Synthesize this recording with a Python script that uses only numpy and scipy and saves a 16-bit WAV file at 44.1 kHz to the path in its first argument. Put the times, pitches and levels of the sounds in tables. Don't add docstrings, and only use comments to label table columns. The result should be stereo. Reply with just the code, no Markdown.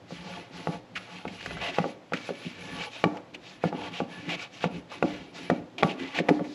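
import sys
import numpy as np
from scipy import signal
from scipy.fft import rfft, irfft
from scipy.io import wavfile
from scipy.ndimage import uniform_filter1d

SR = 44100
rng = np.random.default_rng(int(sys.argv[2]) if len(sys.argv) > 2 else 0)


def volts(x):
    e = np.asarray(x, float) / 20
    return 10 ** e


def waveform_to_disk(signal):
    frames = np.transpose(np.atleast_2d(signal))
    scaled = np.clip(frames, -1, 1) * 32767
    samples = np.round(scaled).astype(np.int16)
    wavfile.write(sys.argv[1], SR, samples)


N = 288614

# start in seconds, peak in dB, then worktop thud and hard edge
# in dB relative to the peak, and board tilt in dB per octave.
FOOT_KNOCKS = [(0.104, -30.5, -10, -38, 1.5), (0.669, -13.5, -19, -33.5, 1.5), (1.25, -20, -18.5, -32, -8),
               (1.782, -8, -22, -29.5, 0.5), (1.839, -16.5, -16, -42, 6.5), (2.119, -19.5, -14.5, -36, 1),
               (2.288, -20, -13.5, -41, 5), (2.446, -38.5, 2, -22, -7.5), (3.037, -5.5, -19.5, -27, -6.5),
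               (3.636, -9.5, -17.5, -36, -1.5), (3.724, -20.5, -15.5, -38, 1), (4.0, -14, -17.5, -41, 0),
               (4.262, -45, 5.5, -30, -3), (4.638, -10.5, -18.5, -29.5, -4.5), (5.023, -7.5, -18, -30.5, 1),
               (5.497, -7.5, -18, -28.5, 0), (5.823, -13.5, -16, -29, 10), (5.828, -3.5, -22, -26.5, 4),
               (6.185, -18, -9.5, -15, 12), (6.283, -16, -17, -19.5, 4), (6.287, -5.5, -16, -24, 6.5),
               (6.391, -22.5, -9, -35, -1.5)]
# pitch in Hz, level in dB, t60 in seconds.
WALL_MODES = [(492, -5, .065), (550, -5, .05), (620, -6, .03), (695, -2, .05), (765, -5, .035),
              (830, -2, .045), (1150, -6, .05), (1300, -9, .035), (1420, -9, .04), (960, -12, .03)]
RIM_MODES = [(1730, -3, .016), (2000, -4, .012), (2300, 0, .016), (2550, -2, .014), (2850, -4, .012),
             (3200, -6, .01), (3700, -9, .01), (4400, -11, .008), (5600, -17, .008)]
WORKTOP_MODES = [(105, -22, 0.45), (175.6, 2.5, 0.11), (272.8, -1.5, 0.078), (295.7, -3.5, 0.17),
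                 (359, -3, 0.045), (404, -11, 0.12), (523.6, -1, 0.032)]


def unit(x):
    return x / np.sqrt(np.mean(x ** 2))


def band(x, hz, width_hz):
    return signal.lfilter(*signal.iirpeak(hz, hz / width_hz, fs=SR), x)


def twice(x, hz, width_hz, second_width_hz):
    return unit(band(band(x, hz, width_hz), hz, second_width_hz))


def fall(t, t60):
    return np.exp(-np.log(1000) * t / t60)


def highpass(x, order, hz):
    return signal.sosfilt(signal.butter(order, hz, "high", fs=SR, output="sos"), x)


def add(out, x, s):
    i = int(s * SR)
    out[i:i + len(x)] += x[:N - i]


def flicker(rate):
    hold = int(SR / rate)
    levels = rng.standard_normal(N // hold + 1)
    return uniform_filter1d(np.repeat(levels, hold), hold)[:N]


def friction(peaks, grain_db, wander_db, rate):
    slips = rng.standard_normal(N) * volts(grain_db * flicker(300))
    total = np.zeros(N)
    for hz, width_hz, db in peaks:
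        width = 0.82 * width_hz
        total += volts(db + wander_db * flicker(rate)) * twice(slips, hz, width, width)
    return unit(total)


def widths(modes, damping):
    return [(hz, damping * 2.2 / t60, db) for hz, db, t60 in modes]


def strokes(middle_s, swell_s, fade_s, db):
    points = np.arange(0, N + 64, 64)
    t = points[:, None] / SR - middle_s
    reach = np.maximum(np.where(t < 0, swell_s, fade_s), .01)
    power = volts(db - 10.9 * (t / reach) ** 2) ** 2
    return np.interp(np.arange(N), points, np.sqrt(power.sum(axis=1)))


def room():
    # frequency in Hz, level in dB per Hz.
    spectrum = [(65, -56), (110, -5.5), (187, -13), (267, -7), (445, -17), (511, -10.5), (1240, -22),
                (3510, -28), (12100, -49), (15800, -97), (22000, -120)]
    hz, db = np.transpose(spectrum)
    f = np.fft.rfftfreq(N, 1 / SR) + 1
    colour = volts(np.interp(np.log(f), np.log(hz), db))
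    return volts(-53) * unit(irfft(rfft(rng.standard_normal(N)) * colour, N))


def sliding():
    # middle in seconds, half length in seconds, board in dB, bowl floor in dB.
    drags = [(0.025, 0.16, -57, -58), (0.27, 0.12, -44, -55.5), (0.384, 0.061, -47, -49),
             (.59, 0.079, -47.5, -46.5), (0.758, 0.07, -48, -51), (0.982, 0.063, -48.5, -56.5),
             (1.167, 0.064, -55, -55), (1.325, .07, -46, -59), (1.549, 0.12, -40, -44.5),
             (1.724, .05, -56, -44.5), (1.98, 0.045, -60.5, -53), (2.35, 0.13, -64, -51),
             (2.657, 0.087, -45, -47.5), (2.756, 0.075, -40, -47), (3.15, 0.12, -56, -54),
             (3.365, 0.052, -54, -52), (3.525, 0.064, -55.5, -62), (3.853, 0.15, -49, -47),
             (4.174, 0.14, -45.5, -52.5), (4.314, 0.084, -45.5, -43.5), (4.563, 0.074, -55, -65),
             (4.767, 0.072, -41.5, -44.5), (5.126, 0.17, -47, -46), (5.45, 0.13, -51, -48.5),
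             (5.612, 0.051, -45.5, -46.5), (5.876, 0.09, -47, -35.5), (6.03, 0.055, -50.5, -38),
             (6.173, 0.049, -51.5, -41.5), (6.357, 0.083, -54, -47), (6.493, 0.051, -56, -42.5)]
    s, half, board_db, base_db = np.transpose(drags)
    board = friction(widths(WORKTOP_MODES[1:2], damping=1.8), grain_db=3.0, wander_db=2.5, rate=15)
    base = friction(widths(WORKTOP_MODES[2:6], damping=1.5), grain_db=3.0, wander_db=2.0, rate=15)
    rumble_modes = [(35, 41, -3.5), (63, 59, 3.5), (95.3, 34, 3.0)]  # Hz, width Hz, dB
    rumble = friction(rumble_modes, grain_db=0.0, wander_db=-4.5, rate=17)
    rumble_gain = strokes(s, half, half, -60.5 + 1.53 * (board_db + 48)) + volts(-72.5)
    return strokes(s, half, half, board_db) * board + strokes(s, half, half, base_db) * base + rumble_gain * rumble


def kneading():
    # fastest moment,
    # swell and fade in seconds, rub in dB, weight on the wall in dB relative to the rub.
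    stirs = [(.15, 0.06, 0.1, -50.5, -17.5), (0.331, 0.14, 0.13, -46.5, 0), (.6, 0.083, 0.15, -49, 1),
             (.74, 0.058, 0.039, -47.5, 4.5), (.98, 0.029, 0.11, -52, -9), (1.15, .1, 0.092, -48.5, -1),
             (1.4, 0.16, 0.11, -53, -11), (1.52, 0.16, 0.096, -46, -4), (1.66, 0.07, 0.044, -37.5, -4),
             (1.8, 0.1, 0.052, -42.5, -5), (1.9, 0.11, 0.047, -51.5, -4), (2.17, .03, 0.019, -41, -11),
             (2.27, 0.11, 0.05, -45.5, -12), (2.42, 0.14, 0.23, -48.5, -14), (2.68, 0.14, 0.14, -46.5, -3),
             (2.84, 0.12, 0.046, -42, 0.5), (2.97, 0.073, 0.088, -47, -6), (3.07, 0.048, 0.064, -62, 14),
             (3.17, 0.055, 0.038, -63, 22.5)]
    folds = [(3.48, 0.057, 0.1, -50.5, -7.5), (3.67, 0.048, 0.037, -44.5, -15),
             (3.76, 0.021, 0.057, -50.5, 9), (3.86, 0.098, 0.037, -43.5, 3), (3.97, 0.075, 0.076, -48, 0.5),
             (4.13, 0.044, 0.22, -49, -3), (4.32, 0.047, 0.039, -40, -2.5),
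             (4.42, 0.056, 0.049, -43.5, -3.5), (4.561, 0.045, 0.066, -48.5, -15),
             (4.64, 0.032, 0.034, -38.5, -8), (4.76, .07, .05, -52.5, -2.5), (4.928, 0.027, 0.061, -44, -5),
             (5.11, 0.1, 0.17, -48.5, -0.5), (5.37, 0.032, 0.078, -47, -3), (5.439, .04, 0.047, -51, -6),
             (5.53, 0.081, 0.07, -50, -11), (5.86, 0.05, 0.094, -45.5, -1), (6.02, 0.044, 0.15, -45.5, -2),
             (6.181, 0.048, 0.034, -38, -1.5), (6.32, 0.095, 0.098, -53.5, 10),
             (6.45, 0.045, 0.15, -59, -4)]
    # pitch in Hz, width in Hz, level in dB.
    air_peaks = [(1900, 2280, 2.5), (2291, 920, -3), (2615, 1200, 2), (3090, 1800, -4), (3740, 810, -20)]
    flour_peaks = [(4230, 3150, 12.5), (5630, 2800, 1), (10240, 1400, 1.5), (12200, 3300, -6)]
    s, swell, fade, db, weight_db = np.transpose(stirs + folds)

    flour_db = np.repeat([-53.5, -55.5], [len(stirs), len(folds)]) + 0.42 * (db + 47)
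    load = strokes(s, swell, fade, db + weight_db)
    speed = strokes(s, swell, fade, db) + volts(-81.5)

    shake, shake_t60_s = np.zeros(N), 0.25
    for knock_s, knock_db, *_ in FOOT_KNOCKS:
        add(shake, volts(knock_db - 30.5 - 60 * np.arange(SR // 2) / SR / shake_t60_s), knock_s)

    rub = friction(air_peaks, grain_db=2.5, wander_db=3.2, rate=14)
    rub = rub + volts(-3) * friction(widths(RIM_MODES[:7], damping=.8), grain_db=2.5, wander_db=5, rate=9)
    flour = friction(flour_peaks, grain_db=0.5, wander_db=4.5, rate=27)
    wall = friction(widths(WALL_MODES[:6], damping=2.2), grain_db=3.5, wander_db=1.5, rate=30)
    upper_wall = friction(widths(WALL_MODES[6:9], damping=3.0), grain_db=3.5, wander_db=1.5, rate=30)

    hiss = speed * rub + strokes(s, swell, fade, flour_db) * flour
    return hiss + (load + shake) * wall + volts(-6) * np.sqrt(load * speed) * upper_wall


def ring(modes, chance, push_ms, spread_db, detune, flip=1):
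    hz, db, t60 = np.transpose(modes)[:, :, None]
    weight, bend = chance[:len(modes), None], chance[-len(modes):, None]
    t = np.arange(SR // 4) / SR
    sign = flip ** np.arange(len(modes))[:, None]
    level = sign * volts(db + spread_db * weight)
    waves = level * fall(t, t60) * np.sin(2 * np.pi * hz * (1 + detune * bend) * t)
    x = np.convolve(waves.sum(axis=0), np.hanning(int(push_ms * SR / 1000) + 3))
    return x / np.abs(x).max()


def knocks():
    out, t = np.zeros(N), np.arange(SR // 10) / SR
    for s, db, thud_db, edge_db, tilt_db in FOOT_KNOCKS:
        chance = rng.standard_normal((3, 20))
        wall = ring(WALL_MODES, chance[0], push_ms=.35, spread_db=2.5, detune=.018)
        add(out, volts(db + 2) * wall, s + .003)
        rim = ring(RIM_MODES, chance[1], push_ms=.08, spread_db=3.0, detune=0.053, flip=-0.87)
        add(out, volts(db + edge_db + 18.5) * rim, s + .003)
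        crack = twice(rng.standard_normal(len(t)), 2400, 3000, 5000) * fall(t, .045)
        add(out, volts(db + edge_db - 1) * crack, s + .003)
        board = [(hz, level_db + tilt_db * np.log2(hz / 240), t60) for hz, level_db, t60 in WORKTOP_MODES]
        thud = ring(board, chance[2], push_ms=0.73, spread_db=4.5, detune=0.018, flip=-1.027)
        thud = volts(db + thud_db + 12.0) * thud
        add(out, volts(-10.5) * thud, s + 0.00436)
        damp = np.clip(3.5 - np.arange(len(thud)) / SR / 0.00754, .14, 1)
        add(out, thud * damp, s + 0.0167)
    return highpass(out, 2, 125)


def skids():
    # start and length in seconds, level in dB, pitch in Hz, low part in dB relative to the tone.
    slips = [
        (.952, .028, -35, 2400, -14),
        (1.61, .095, -37, 2550, -2),
        (3.333, .02, -47, 2500, -15),
        (3.93, .07, -41, 2700, -15),
        (4.29, .063, -35, 2600, -6),
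        (5.784, .03, -40, 2600, -4),
        (5.89, .03, -37, 2500, -8),
        (6.142, .056, -34, 2500, -10),
    ]
    out, t = np.zeros(N), np.arange(SR // 5) / SR
    for s, length, db, hz, low_db in slips:
        grit = rng.standard_normal(len(t))
        shape = np.clip(t / .006, 0, 1) * np.exp(-np.maximum(t - length, 0) / 0.0055)
        low = unit(band(band(grit, 770, 420), 610, 430))
        tone = twice(grit, hz, 830, 2700) + volts(low_db) * low
        add(out, volts(db) * tone * shape, s)
    return out


def scuffs():
    # start in seconds, peak in dB, pitch in Hz, low part in dB relative to the tone, decay in seconds.
    touches = [(0.9566, -24, 1430, -20, 0.12), (1.2752, -25.5, 2360, -7, 0.062),
               (1.4083, -25, 2000, -7, 0.028), (1.4583, -14.5, 1510, -5, 0.032),
               (1.5058, -28, 1420, 5.5, 0.048), (1.566, -27, 1380, -4, 0.087),
               (2.132, -15.5, 1370, -6, 0.056), (2.133, -14.5, 2300, -20, 0.048),
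               (2.168, -25, 2400, -10, 0.027), (2.9442, -34, 2720, -2.5, 0.21),
               (3.1683, -28.5, 2560, 10, 0.032), (3.344, -22.5, 2520, -10, 0.047),
               (3.6185, -38, 1900, -8, 0.098), (4.2904, -19, 2260, -31, 0.053),
               (4.9135, -24.5, 970, -8, 0.091), (5.3807, -28, 2700, -1, 0.037),
               (5.7801, -18, 2560, -5.5, 0.046), (5.8967, -37, 2270, -21, 0.093),
               (6.143, -36, 2300, -28, 0.093), (6.1756, -19.5, 2480, -30, 0.055),
               (6.184, -26, 2390, -5, 0.033), (6.4394, -33, 2210, 1, 0.11)]
    out, t = np.zeros(N), np.arange(SR // 5) / SR
    for s, db, hz, low_db, decay in touches:
        grit = rng.standard_normal(len(t))
        rise = max(0.037 * decay, .0005)
        shape = np.clip(t / rise, 0, 1) * fall(np.maximum(t - rise, 0), max(decay, .01))
        tone = twice(grit, hz, .25 * hz, .6 * hz)
        tone = tone + volts(-13) * twice(grit, 3200, 3000, 5000)
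        tone = tone + volts(low_db) * twice(grit, 640, 360, 360)
        add(out, volts(db - 12.0) * tone * shape, s + 0.00105)
    return out


def kitchen_tail(blows):
    t = np.arange(SR // 3) / SR
    tail = band(band(rng.standard_normal(len(t)), 450, 1170), 630, 3000)
    tail = tail * fall(t, 0.48) * np.clip(t / 0.019, 0, 1)
    return volts(-22) * signal.fftconvolve(blows, tail / np.sqrt(np.sum(tail ** 2)))[:N]


def scene():
    blows = knocks() + skids() + scuffs()
    return np.tile(blows + kitchen_tail(blows) + kneading() + sliding() + room(), (2, 1))


def roll_off(x):
    return signal.sosfilt(signal.butter(12, 15400, fs=SR, output="sos"), x)


def record(dry):
    notch_hz, notch_width_hz = 8910, 2060
    x = signal.lfilter(*signal.iirnotch(notch_hz, notch_hz / notch_width_hz, fs=SR), dry)
    x = highpass(x, 2, 50)
    x = signal.sosfilt(signal.butter(5, 11400, fs=SR, output="sos"), x)
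    x = np.tanh(x / .8) * .8
    side = volts(-5.5) * np.roll(highpass(x[0], 8, 11900), 353)
    return roll_off(x + side * np.array([[1], [-1]]))


dry = scene()
out = record(dry)
waveform_to_disk(out)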